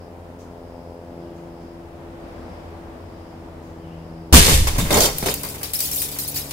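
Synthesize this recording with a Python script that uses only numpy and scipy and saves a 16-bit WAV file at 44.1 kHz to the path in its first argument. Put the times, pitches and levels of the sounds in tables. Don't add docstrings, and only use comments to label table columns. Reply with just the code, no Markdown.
import sys
import numpy as np
from scipy import signal
from scipy.fft import rfft, irfft, next_fast_len
from scipy.io import wavfile
from scipy.ndimage import uniform_filter1d, map_coordinates

SR = 44100
rng = np.random.default_rng(int(sys.argv[2]) if len(sys.argv) > 2 else 0)


def to_wav(s):
    ch = np.atleast_2d(s).T
    pcm = np.round(np.clip(ch, -1, 1) * 32767)
    wavfile.write(sys.argv[1], SR, pcm.astype(np.int16))


N = 287699
TIME = np.arange(N) / SR
FIRE_S = 4.326


def amp(db):
    return 10 ** (np.asarray(db) / 20)


def unit(x):
    return x / np.sqrt(np.mean(x ** 2) + 1e-20)


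def along(points, hz):
    freqs, values = np.transpose(points)
    return np.interp(np.log(hz + 1), np.log(freqs + 1), values)


def curve(points):
    return np.interp(TIME, *np.transpose(points))


def since(s):
    return np.maximum(TIME - s, 0)


def held(s, db, hold, t60, attack):
    t = since(s)
    return amp(db - 60 * np.maximum(t - hold, 0) / t60) * (1 - np.exp(-t / attack))


def bursts(times, dbs, t60s, attack, holds=0):
    return np.sqrt(sum(held(*row, attack) ** 2 for row in np.broadcast(times, dbs, holds, t60s)))


def wobble(rate):
    return map_coordinates(rng.standard_normal(int(N * rate / SR) + 4), [TIME * rate])


def filtered(x, response):
    size = next_fast_len(N + SR // 2)
    return irfft(rfft(x, size) * response(np.fft.rfftfreq(size, 1 / SR)), size)[..., :N]


def coloured(x, spectrum):
    return unit(filtered(x, lambda hz: amp(along(spectrum, hz))))


def white():
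    return rng.standard_normal((2, N))


def pair(alike):
    turn = lambda hz: np.arccos(np.clip(along(alike, hz), -1, 1)) / 2
    mid, side = filtered(white(), lambda hz: np.array([np.cos(turn(hz)), np.sin(turn(hz))]))
    return np.array([mid + side, mid - side])


# frequency in Hz, t60 in seconds.
YARD_DECAY = [(150, 0.38), (1500, 1), (6000, 1), (15000, 0.47)]

def yard(x):
    hz, t, spectra = signal.stft(rng.standard_normal((2, SR // 2)), SR, nperseg=256)
    tail = signal.istft(spectra * amp(-60 * t / along(YARD_DECAY, hz)[:, None]), SR, nperseg=256)[1]
    tail = np.pad(tail / np.linalg.norm(tail[0]), ((0, 0), (SR // 100, 0)))
    return signal.fftconvolve(x, tail, axes=1)[:, :N]


# time in seconds, level in dB.
TRAFFIC_LEVEL = [(.2, -41.5), (.9, -43), (1.4, -40), (2.3, -40), (3.7, -41), (6.5, -42)]
# frequency in Hz, relative level in dB.
TRAFFIC_COLOUR = [(15, -30), (25, -8), (86, -2.5), (116, -15.5), (169, -3.5), (215, -12), (240, -5.5),
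                  (297, -9), (331, -7.5), (368, -14.5), (509, -8.5), (700, -10.5), (1380, -20.5),
                  (2200, -27), (4000, -35.5), (14300, -53)]
# frequency in Hz, left-right correlation.
TRAFFIC_ALIKE = [(60, 0.97), (180, 0.97), (550, 0.61), (1650, -0.085), (4970, 0.049), (15000, 0.25)]

def traffic():
    level_db = curve(TRAFFIC_LEVEL) + 1.95 * wobble(1.675) + 0.38 * wobble(9.8)
    return amp(level_db) * coloured(pair(TRAFFIC_ALIKE), TRAFFIC_COLOUR)


# peak time in seconds, half length in seconds, level in dB.
INSECT_SWELLS = [(.04, 0.05, -64.5), (.78, 0.26, -68), (1.248, .13, -70), (1.65, .15, -67),
                 (2.5, 0.22, -65), (3.22, 0.2, -65), (4.15, 0.31, -66.5)]

def insects():
    band = coloured(white(), [(3500, -58), (4600, 2), (5200, 4), (5800, -8), (8000, -55), (12000, -56)])
    swell = sum(amp(db) * np.exp(-((TIME - s) / half) ** 2) for s, half, db in INSECT_SWELLS)
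    return (amp(-74.5) + swell) * band


# start in seconds, level in dB, t60 in seconds.
RUSTLES = [(.385, -46.5, 0.29), (1.35, -56, 0.38), (1.6, -57, 0.25), (3.44, -62, .15), (3.62, -55.5, 0.6)]

def leaves():
    rustle = coloured(white(), [(2000, -15), (6500, 2), (8500, -9), (13000, -13)])
    return bursts(*np.transpose(RUSTLES), attack=0.024) * rustle


def hiss():
    return amp(-65) * coloured(white(), [(1500, -6.5), (8000, 0), (15000, -2)])


# peak time in seconds, pitch in Hz, level in dB.
BIRD_NOTES = [(1.27, 3200, -65), (3.2, 2930, -67), (3.85, 3100, -62), (3.92, 2710, -59)]

def bird():
    notes = np.zeros(N)
    for s, hz, db in BIRD_NOTES:
        cycles = np.cumsum(hz * (1 + 0.07 * wobble(110))) / SR
        notes += amp(db) * np.exp(-((TIME - s) / 0.057) ** 2) * np.sin(2 * np.pi * cycles)
    return notes + yard(np.array([notes, notes]))


# frequency in Hz, level in dB.
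HUM_PARTIALS = [(47, -58), (95, -54), (144, -58.5), (183, -59)]

def hum():
    return sum(amp(db + 4 * wobble(2.89)) * np.sqrt(2) * np.sin(2 * np.pi * hz * TIME + 1.17 * wobble(5))
               for hz, db in HUM_PARTIALS)


# time in seconds, firings per second.
FIRING_RATE = [(0, 86), (1.1, 85.4), (2.4, 84), (4.3, 82.2), (5.4, 70.2), (6.52, 71.3)]
# time in seconds, exhaust level in dB.
ENGINE_LOAD = [(.3, -44.5), (.9, -42.5), (1.7, -47), (2.4, -48.5), (3.5, -47.5), (4.3, -45.5), (5.45, -45),
               (5.75, -51.5), (6.05, -46), (6.5, -46)]
# frequency in Hz, relative level in dB.
PIPE_COLOUR = [(60, -11), (90, 7.5), (170, 0), (260, 7), (340, 7.5), (430, 10.5), (520, 0.5), (720, 2.5),
               (1000, -1), (1300, -33), (2000, -43), (5000, -40)]
# time in seconds, level over the exhaust in dB.
DRONE_LEVEL = [(.9, -16), (1.25, 3), (2.4, 3.5), (2.68, -3.5), (2.85, 2.5), (3.6, 1.5), (4.3, 0), (5.7, -2)]
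BOOM_LEVEL = [(.9, -10), (1.4, 0.5), (2.4, -15), (3.65, -6), (4.0, 6.5), (5.5, 1.5), (6.3, 2.5)]
# time in seconds, the sixth's level in dB.
SNARL_LEVEL = [(.35, -53), (.7, -48.5), (1.15, -44.5), (1.6, -52), (2.6, -56), (4.3, -56), (5.8, -59)]

def engine():
    firings = np.cumsum(curve(FIRING_RATE) * (1 + 0.00092 * wobble(8))) / SR
    pulses = np.diff(np.floor(firings + 0.01 * wobble(90)), prepend=0)
    pulses *= amp(2.3 * np.minimum(rng.standard_normal(N), 2))
    chuff = np.exp(-2.5 * (firings % 1)) * pair([(300, 1), (1200, 0.29)])
    puffs = coloured(unit(pulses) + amp(-1.5) * unit(chuff), PIPE_COLOUR)
    order = lambda count: np.sqrt(2) * np.sin(2 * np.pi * count * firings)
    drone = amp(curve(DRONE_LEVEL) + 0.52 * wobble(6.2)) * order(4)
    boom = amp(curve(BOOM_LEVEL) + 0.83 * wobble(9.4)) * order(2)
    third = amp(-8 + 2.9 * wobble(5.1)) * order(3)
    snarl = sum(amp(1.4 * wobble(6) + db) * np.cos(2 * np.pi * count * firings)
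                for count, db in [(6, 0), (7, -4.5), (8, -9)])
    firing_note = amp(-48.5 + 1.7 * wobble(5.99)) * order(1)
    exhaust = amp(curve(ENGINE_LOAD)) * (puffs + drone + boom + third)
    return exhaust + amp(curve(SNARL_LEVEL)) * snarl + firing_note


def fractures(rate, spread_db, ring_t60, ring_db, patches=3):
    t = np.arange(SR // 16) / SR
    out = np.zeros((2, N))
    for _ in range(patches):
        snaps = (rng.random(N) < rate / patches / SR) * rng.choice([-1, 1], N)
        snaps = snaps * amp(spread_db * np.minimum(rng.standard_normal(N), 2))
        ring = rng.standard_normal((2, len(t))) * amp(-60 * t / ring_t60)
        ring *= amp(ring_db) / np.linalg.norm(ring[0])
        ring[[0, 1], [20, 0]] += 1
        out += signal.fftconvolve(snaps[None], ring, axes=1)[:, :N]
    return unit(out)


def splinters(centre_hz, spread_db, count=4000):
    t = np.arange(SR // 55) / SR
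    pitch, size, side = rng.standard_normal((count, 3)).T[..., None]
    samples = (rng.integers(int(FIRE_S * SR), N, size=(count, 1)) + np.arange(len(t))).ravel()
    hz = np.minimum(centre_hz * np.exp(0.45 * pitch), SR / 2)
    pings = np.sin(2 * np.pi * hz * t) * (1 - t / t[-1]) * amp(spread_db * np.minimum(size, 1))
    pan = np.cos(side + np.pi / 4), np.sin(side + np.pi / 4)
    return unit(np.array([np.bincount(samples, (pings * gain).ravel(), N)[:N] for gain in pan]))


def shifting(x, depth_db=2.5):
    spectra = signal.stft(x, nperseg=256)[2]
    field = uniform_filter1d(rng.standard_normal(spectra.shape[1:]), size=5, axis=0)
    field = uniform_filter1d(field, size=7, axis=1)
    return unit(signal.istft(spectra * amp(depth_db * unit(field)), nperseg=256)[1][:, :N])


# frequency in Hz, relative level in dB, t60 in seconds.
BRIGHT_TONES = [(3146, 0.5, 0.1), (3250, -2.5, .12), (3664, 1, .1), (3745, 0, .1), (3875, -4.5, 0.11),
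                (4380, -8, .08), (6019, -1, 0.1), (7150, 2.5, .13), (7560, -1.5, .13), (7820, -1, .1)]

def bright_ring(x):
    t = np.arange(SR // 3) / SR
    ring = sum(amp(db - 60 * t / t60) * np.sin(2 * np.pi * (hz * t + rng.random((2, 1))))
               for hz, db, t60 in BRIGHT_TONES)
    return signal.fftconvolve(x, ring / np.linalg.norm(ring[0]), axes=1)[:, :N]


# start in seconds, strength in dB, first snap and
# coarse grit in dB over that strength, length of the run in seconds.
CRACKS = [(5.183, -27.5, 15.5, -14, 0.0021), (5.34, -28, 17, -12, .002), (5.433, -27.5, 10, -8, .004),
          (5.4865, -33.5, 10, -15, 0.017), (5.6128, -46, 13, -8, .002), (5.6305, -26, 11, -5, 0.0035),
          (5.7348, -21.5, 11, -15, 0.015), (5.7893, -22.5, 3, -15, 0.008), (5.8043, -24, 14, -18.5, 0.06),
          (5.9135, -25, 11, -17, 0.032), (5.9295, -35, 15, -13, .002), (5.96, -23, 8, -27, 0.048),
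          (6.018, -23.5, 12, -10, 0.011), (6.116, -32.5, 9, -14, 0.033), (6.1869, -22.5, 10, -17, 0.0046),
          (6.235, -32, 6, -13, .012), (6.278, -27, 9, -22, .004), (6.343, -27, 4, -17, .004),
          (6.3585, -23, 0, -10.5, 0.022), (6.4938, -45, 13, -12, .002), (6.5085, -37, 15, 5, .002)]
# frequency in Hz, relative level in dB.
GLASS_COLOUR = [(1200, -31), (2500, -12.5), (3900, -18), (5400, -6.5), (6200, -11), (7300, -4),
                (9400, -3.5), (10700, 0.5), (15600, 0.5)]
GRIT_COLOUR = [(700, -9), (1400, -5.5), (2400, -0.5), (3700, 0.5), (5400, -1.5), (8000, -5.5), (13000, -11)]

def cracking(run_t60=0.3, snap_t60=0.023, crazing_t60=1.6):
    s, strength_db, snap_db, grit_db, length = np.transpose(CRACKS)
    run = lambda db, attack: bursts(s, strength_db + db, run_t60, attack, holds=length)
    snaps = coloured(fractures(rate=10000, spread_db=1, ring_t60=0.018, ring_db=0), GLASS_COLOUR)
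    snaps *= bursts(s, strength_db + snap_db, snap_t60, attack=0.00031)
    grains = fractures(rate=2400, spread_db=3.5, ring_t60=0.086, ring_db=8)
    grains += amp(-9.5) * splinters(centre_hz=7610, spread_db=5)
    ticks = amp(-8) * fractures(rate=120, spread_db=3, ring_t60=0.006, ring_db=4)
    runs = run(0, attack=0.00066) * coloured(shifting(grains + ticks), GLASS_COLOUR)
    grit = coloured(fractures(rate=2700, spread_db=5, ring_t60=0.13, ring_db=9), GRIT_COLOUR)
    grit *= run(grit_db, attack=0.00051)
    fine = shifting(fractures(rate=700, spread_db=3.5, ring_t60=0.1, ring_db=7))
    settling = held(s=5.08, db=-33, hold=0, t60=2.9, attack=0.05)
    strain = np.hypot(settling, bursts(s, strength_db - 14, crazing_t60, attack=0.045))
    crazing = strain * (coloured(fine, GLASS_COLOUR) + amp(-6) * coloured(fine, GRIT_COLOUR))
    loose = splinters(centre_hz=5100, spread_db=4, count=900)
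    tinkle = run(-15, attack=0.002) * coloured(loose, [(2800, -20), (4200, -2), (5500, 0), (7000, -14)])
    return (snaps + runs + grit + tinkle + crazing) * amp([[1.2], [-1.4]])


# start in seconds, pitch in Hz, level in dB.
EDGE_STRIKES = [(4.906, 9800, -29), (4.926, 5600, -20), (4.941, 7040, -12), (5.004, 6100, -9),
                (5.053, 5900, -15.5), (5.284, 2250, -20.5)]

def chinks(width_hz=660):
    edge = lambda centre: unit(filtered(white(), lambda hz: 1 / (1 + ((hz - centre) / width_hz) ** 2)))
    return sum(held(s, db, hold=0, t60=0.046, attack=0.0008) * edge(hz) for s, hz, db in EDGE_STRIKES)


# start in seconds, levels in dB of
# glass crunch, pane clack, bonnet clatter and body thud, contact time in seconds.
BLOWS = [(4.48, -27, -20.5, -19, -18.5, .003), (4.67, -18.5, -24, -28, -45, 0.0041),
         (4.757, -47, -32, -33, -38, .004), (4.7813, -21, -28, -26.5, -16.5, 0.018),
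         (4.85, -42, -35, -35.5, -42, 0.054), (4.905, -21.5, -24, -16, -22, 0.0095),
         (4.926, -19.5, -25, -16.5, -26, .005), (4.942, -20.5, -23, -17, -21.5, 0.025),
         (4.968, -16.5, -24.5, -16, -28, 0.024), (5.0034, -14.5, -37, -21, -34, 0.032),
         (5.04, -16, -26.5, -22.5, -32, 0.018), (5.075, -31, -31.5, -30.5, -34, 0.017),
         (5.225, -29.5, -33, -26.5, -27.5, 0.011), (5.258, -21.5, -30.5, -20.5, -31, 0.014),
         (5.283, -22.5, -34, -33, -35, 0.019), (5.434, -42, -38.5, -38.5, -39, 0.025),
         (5.54, -46, -40, -40, -43, 0.011), (5.611, -49, -38, -47, -62, 0.0035),
         (5.63, -49, -41, -47, -43, 0.018), (6.161, -46, -39.5, -48, -59, 0.0058)]
# frequency in Hz, relative level in dB.
CRUNCH_COLOUR = [(400, -10), (1000, -3), (1700, -12), (2800, -1), (4200, 0.5), (5600, 0), (7300, -1),
                 (11000, 0.5), (15500, -1)]
CLACK_COLOUR = [(450, -19), (750, -2), (1000, 1), (1250, -3.5), (1550, -7.5), (2100, 0), (3200, -20)]
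BONNET_COLOUR = [(130, -36), (250, -2), (400, 4), (570, 3), (780, -3.5), (980, -9), (1200, -11),
                 (1400, -12.5), (2500, -26.5)]
THUD_COLOUR = [(30, 9.5), (70, 11), (120, 12.5), (190, 13), (300, -3), (600, -21)]

def windscreen(chatter_s=0.015, chatter_db=4):
    s, crunch_db, clack_db, bonnet_db, thud_db, contact = np.transpose(BLOWS)
    blows = lambda db, t60, attack: bursts(s, db, t60, attack, holds=contact)
    glass = fractures(rate=4200, spread_db=5, ring_t60=0.06, ring_db=10)
    glass += amp(-8) * splinters(centre_hz=5997, spread_db=4.5)
    chatter = lambda start: amp(-chatter_db * (since(start) / chatter_s % 1))
    rattles = [held(start, db, hold, t60=0.16, attack=0.0011) * chatter(start)
               for start, db, hold in zip(s, crunch_db, contact)]
    crunch = np.linalg.norm(rattles, axis=0) * coloured(shifting(glass), CRUNCH_COLOUR)
    clack = coloured(fractures(rate=1500, spread_db=3, ring_t60=0.034, ring_db=14), CLACK_COLOUR)
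    clack *= blows(clack_db, t60=0.17, attack=0.00065)
    bonnet = coloured(pair([(300, 0.49), (1200, 0.38)]), BONNET_COLOUR)
    bonnet *= blows(bonnet_db, t60=0.19, attack=0.00091)
    thud = blows(thud_db, t60=0.41, attack=0.0025) * coloured(pair([(100, 0.95)]), THUD_COLOUR)
    return crunch + amp(-12) * bright_ring(crunch) + clack + bonnet + thud


# start in seconds, level in dB.
LURCHES = [(4.327, -11), (4.525, -12.5), (4.605, -20), (4.78, -22), (5.02, -28), (5.24, -39)]
# frequency in Hz, relative level in dB.
HEAVE_COLOUR = [(20, 1), (35, 4), (55, -2), (75, 5.5), (95, -6), (140, -15), (230, -21), (400, -49)]

def heave(cabin_hz=73.2):
    rumble = coloured(pair([(100, 0.99)]), HEAVE_COLOUR)
    rumble *= bursts(*np.transpose(LURCHES), t60s=0.88, attack=0.0028)
    sway = sum(held(s, db - 3.5, hold=0, t60=0.55, attack=0.0042)
               * np.sin(2 * np.pi * cabin_hz * since(s)) for s, db in LURCHES)
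    return rumble + sway


# level in dB, hold in seconds, t60 in seconds.
OUTFLOW = [(-5, 0.047, 0.25), (-15.5, 0.22, 0.36), (-33.5, 0.7, 0.68)]
# frequency in Hz, relative level in dB.
JET_COLOUR = [(120, 0), (200, -3.5), (500, 0), (640, -9), (906, -5), (1350, -10), (2380, -4), (4000, -5.5),
              (9140, -5.5), (13600, -9.5), (15500, -24)]

def inflator():
    ignition = held(FIRE_S, db=-11, hold=0, t60=0.021, attack=0.00038)
    flow = np.linalg.norm([held(FIRE_S, *stage, attack=0.0063) for stage in OUTFLOW], axis=0)
    sputter = amp(0.7 * wobble(260))
    jet = fractures(rate=9000, spread_db=4, ring_t60=0.067, ring_db=10.5, patches=6)
    tearing = amp(-5.5) * fractures(rate=260, spread_db=2.5, ring_t60=0.008, ring_db=5)
    gas = (ignition + flow * sputter) * coloured(jet + tearing, JET_COLOUR)
    return gas + amp(-16.5) * bright_ring(gas)


# frequency in Hz, level in dB, t60 in seconds.
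CABIN_MODES = [(158.3, -15, 0.36), (193, -19.5, 0.4), (245, -3, 0.13), (420, -25, 0.19), (690, -12, 0.17),
               (947, -19, 0.11), (1160, -8.5, 0.08), (1695, -20, 0.26)]
BURST_S, SURGE_HZ = 4.339, 70
BAG_HZ, BAG_SAG_OCT_PER_S = 284.5, 16

def airbag():
    t = since(BURST_S)
    boom = sum(amp(db - 60 * t / t60) * np.sin(2 * np.pi * hz * t) for hz, db, t60 in CABIN_MODES)
    surge = np.sin(2 * np.pi * SURGE_HZ * since(FIRE_S))
    surge *= held(FIRE_S, db=-4, hold=0.042, t60=0.07, attack=0.0015)
    blast = coloured(pair([(300, 0.23), (2000, 0.47)]),
                     [(60, 5), (250, 0), (1100, -2), (1500, -6), (2200, -15), (8000, -11)])
    blast *= bursts([FIRE_S, BURST_S], dbs=[-9, -2.5], t60s=0.13, attack=0.001)
    cycles = np.cumsum((t > 0) * BAG_HZ * 2 ** (-BAG_SAG_OCT_PER_S * t)) / SR
    filling = held(BURST_S, db=-10.5, hold=0.043, t60=0.11, attack=0.0071) * np.sin(2 * np.pi * cycles)
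    return boom + surge + blast + filling


# frequency in Hz, gain of the left-right difference in dB.
PORT_WIDTH = [(30, 4), (80, -12), (130, -2), (260, -6.5), (500, -4), (1000, 2.5), (2500, 0.5)]

def ports(x):
    mid = (x[0] + x[1]) / 2
    side = filtered((x[0] - x[1]) / 2, lambda hz: amp(along(PORT_WIDTH, hz)))
    return np.array([mid + side, mid - side])


def scene():
    car = airbag() + inflator() + heave() + windscreen() + chinks() + cracking()
    background = engine() + hum() + traffic() + insects() + leaves() + hiss() + bird()
    return ports(car + amp(-15.5) * yard(car)) + background * amp([[0.8], [-0.8]])


TOP_HZ = 15750

def record(dry):
    squashed = dry / (1 + np.abs(dry) ** 4) ** (1 / 4)
    band_limit = lambda hz: np.clip((TOP_HZ - hz) / 250 + 0.5, 0, 1)
    return np.clip(filtered(squashed, band_limit), -1, 1)


dry = scene()
out = record(dry)
to_wav(out)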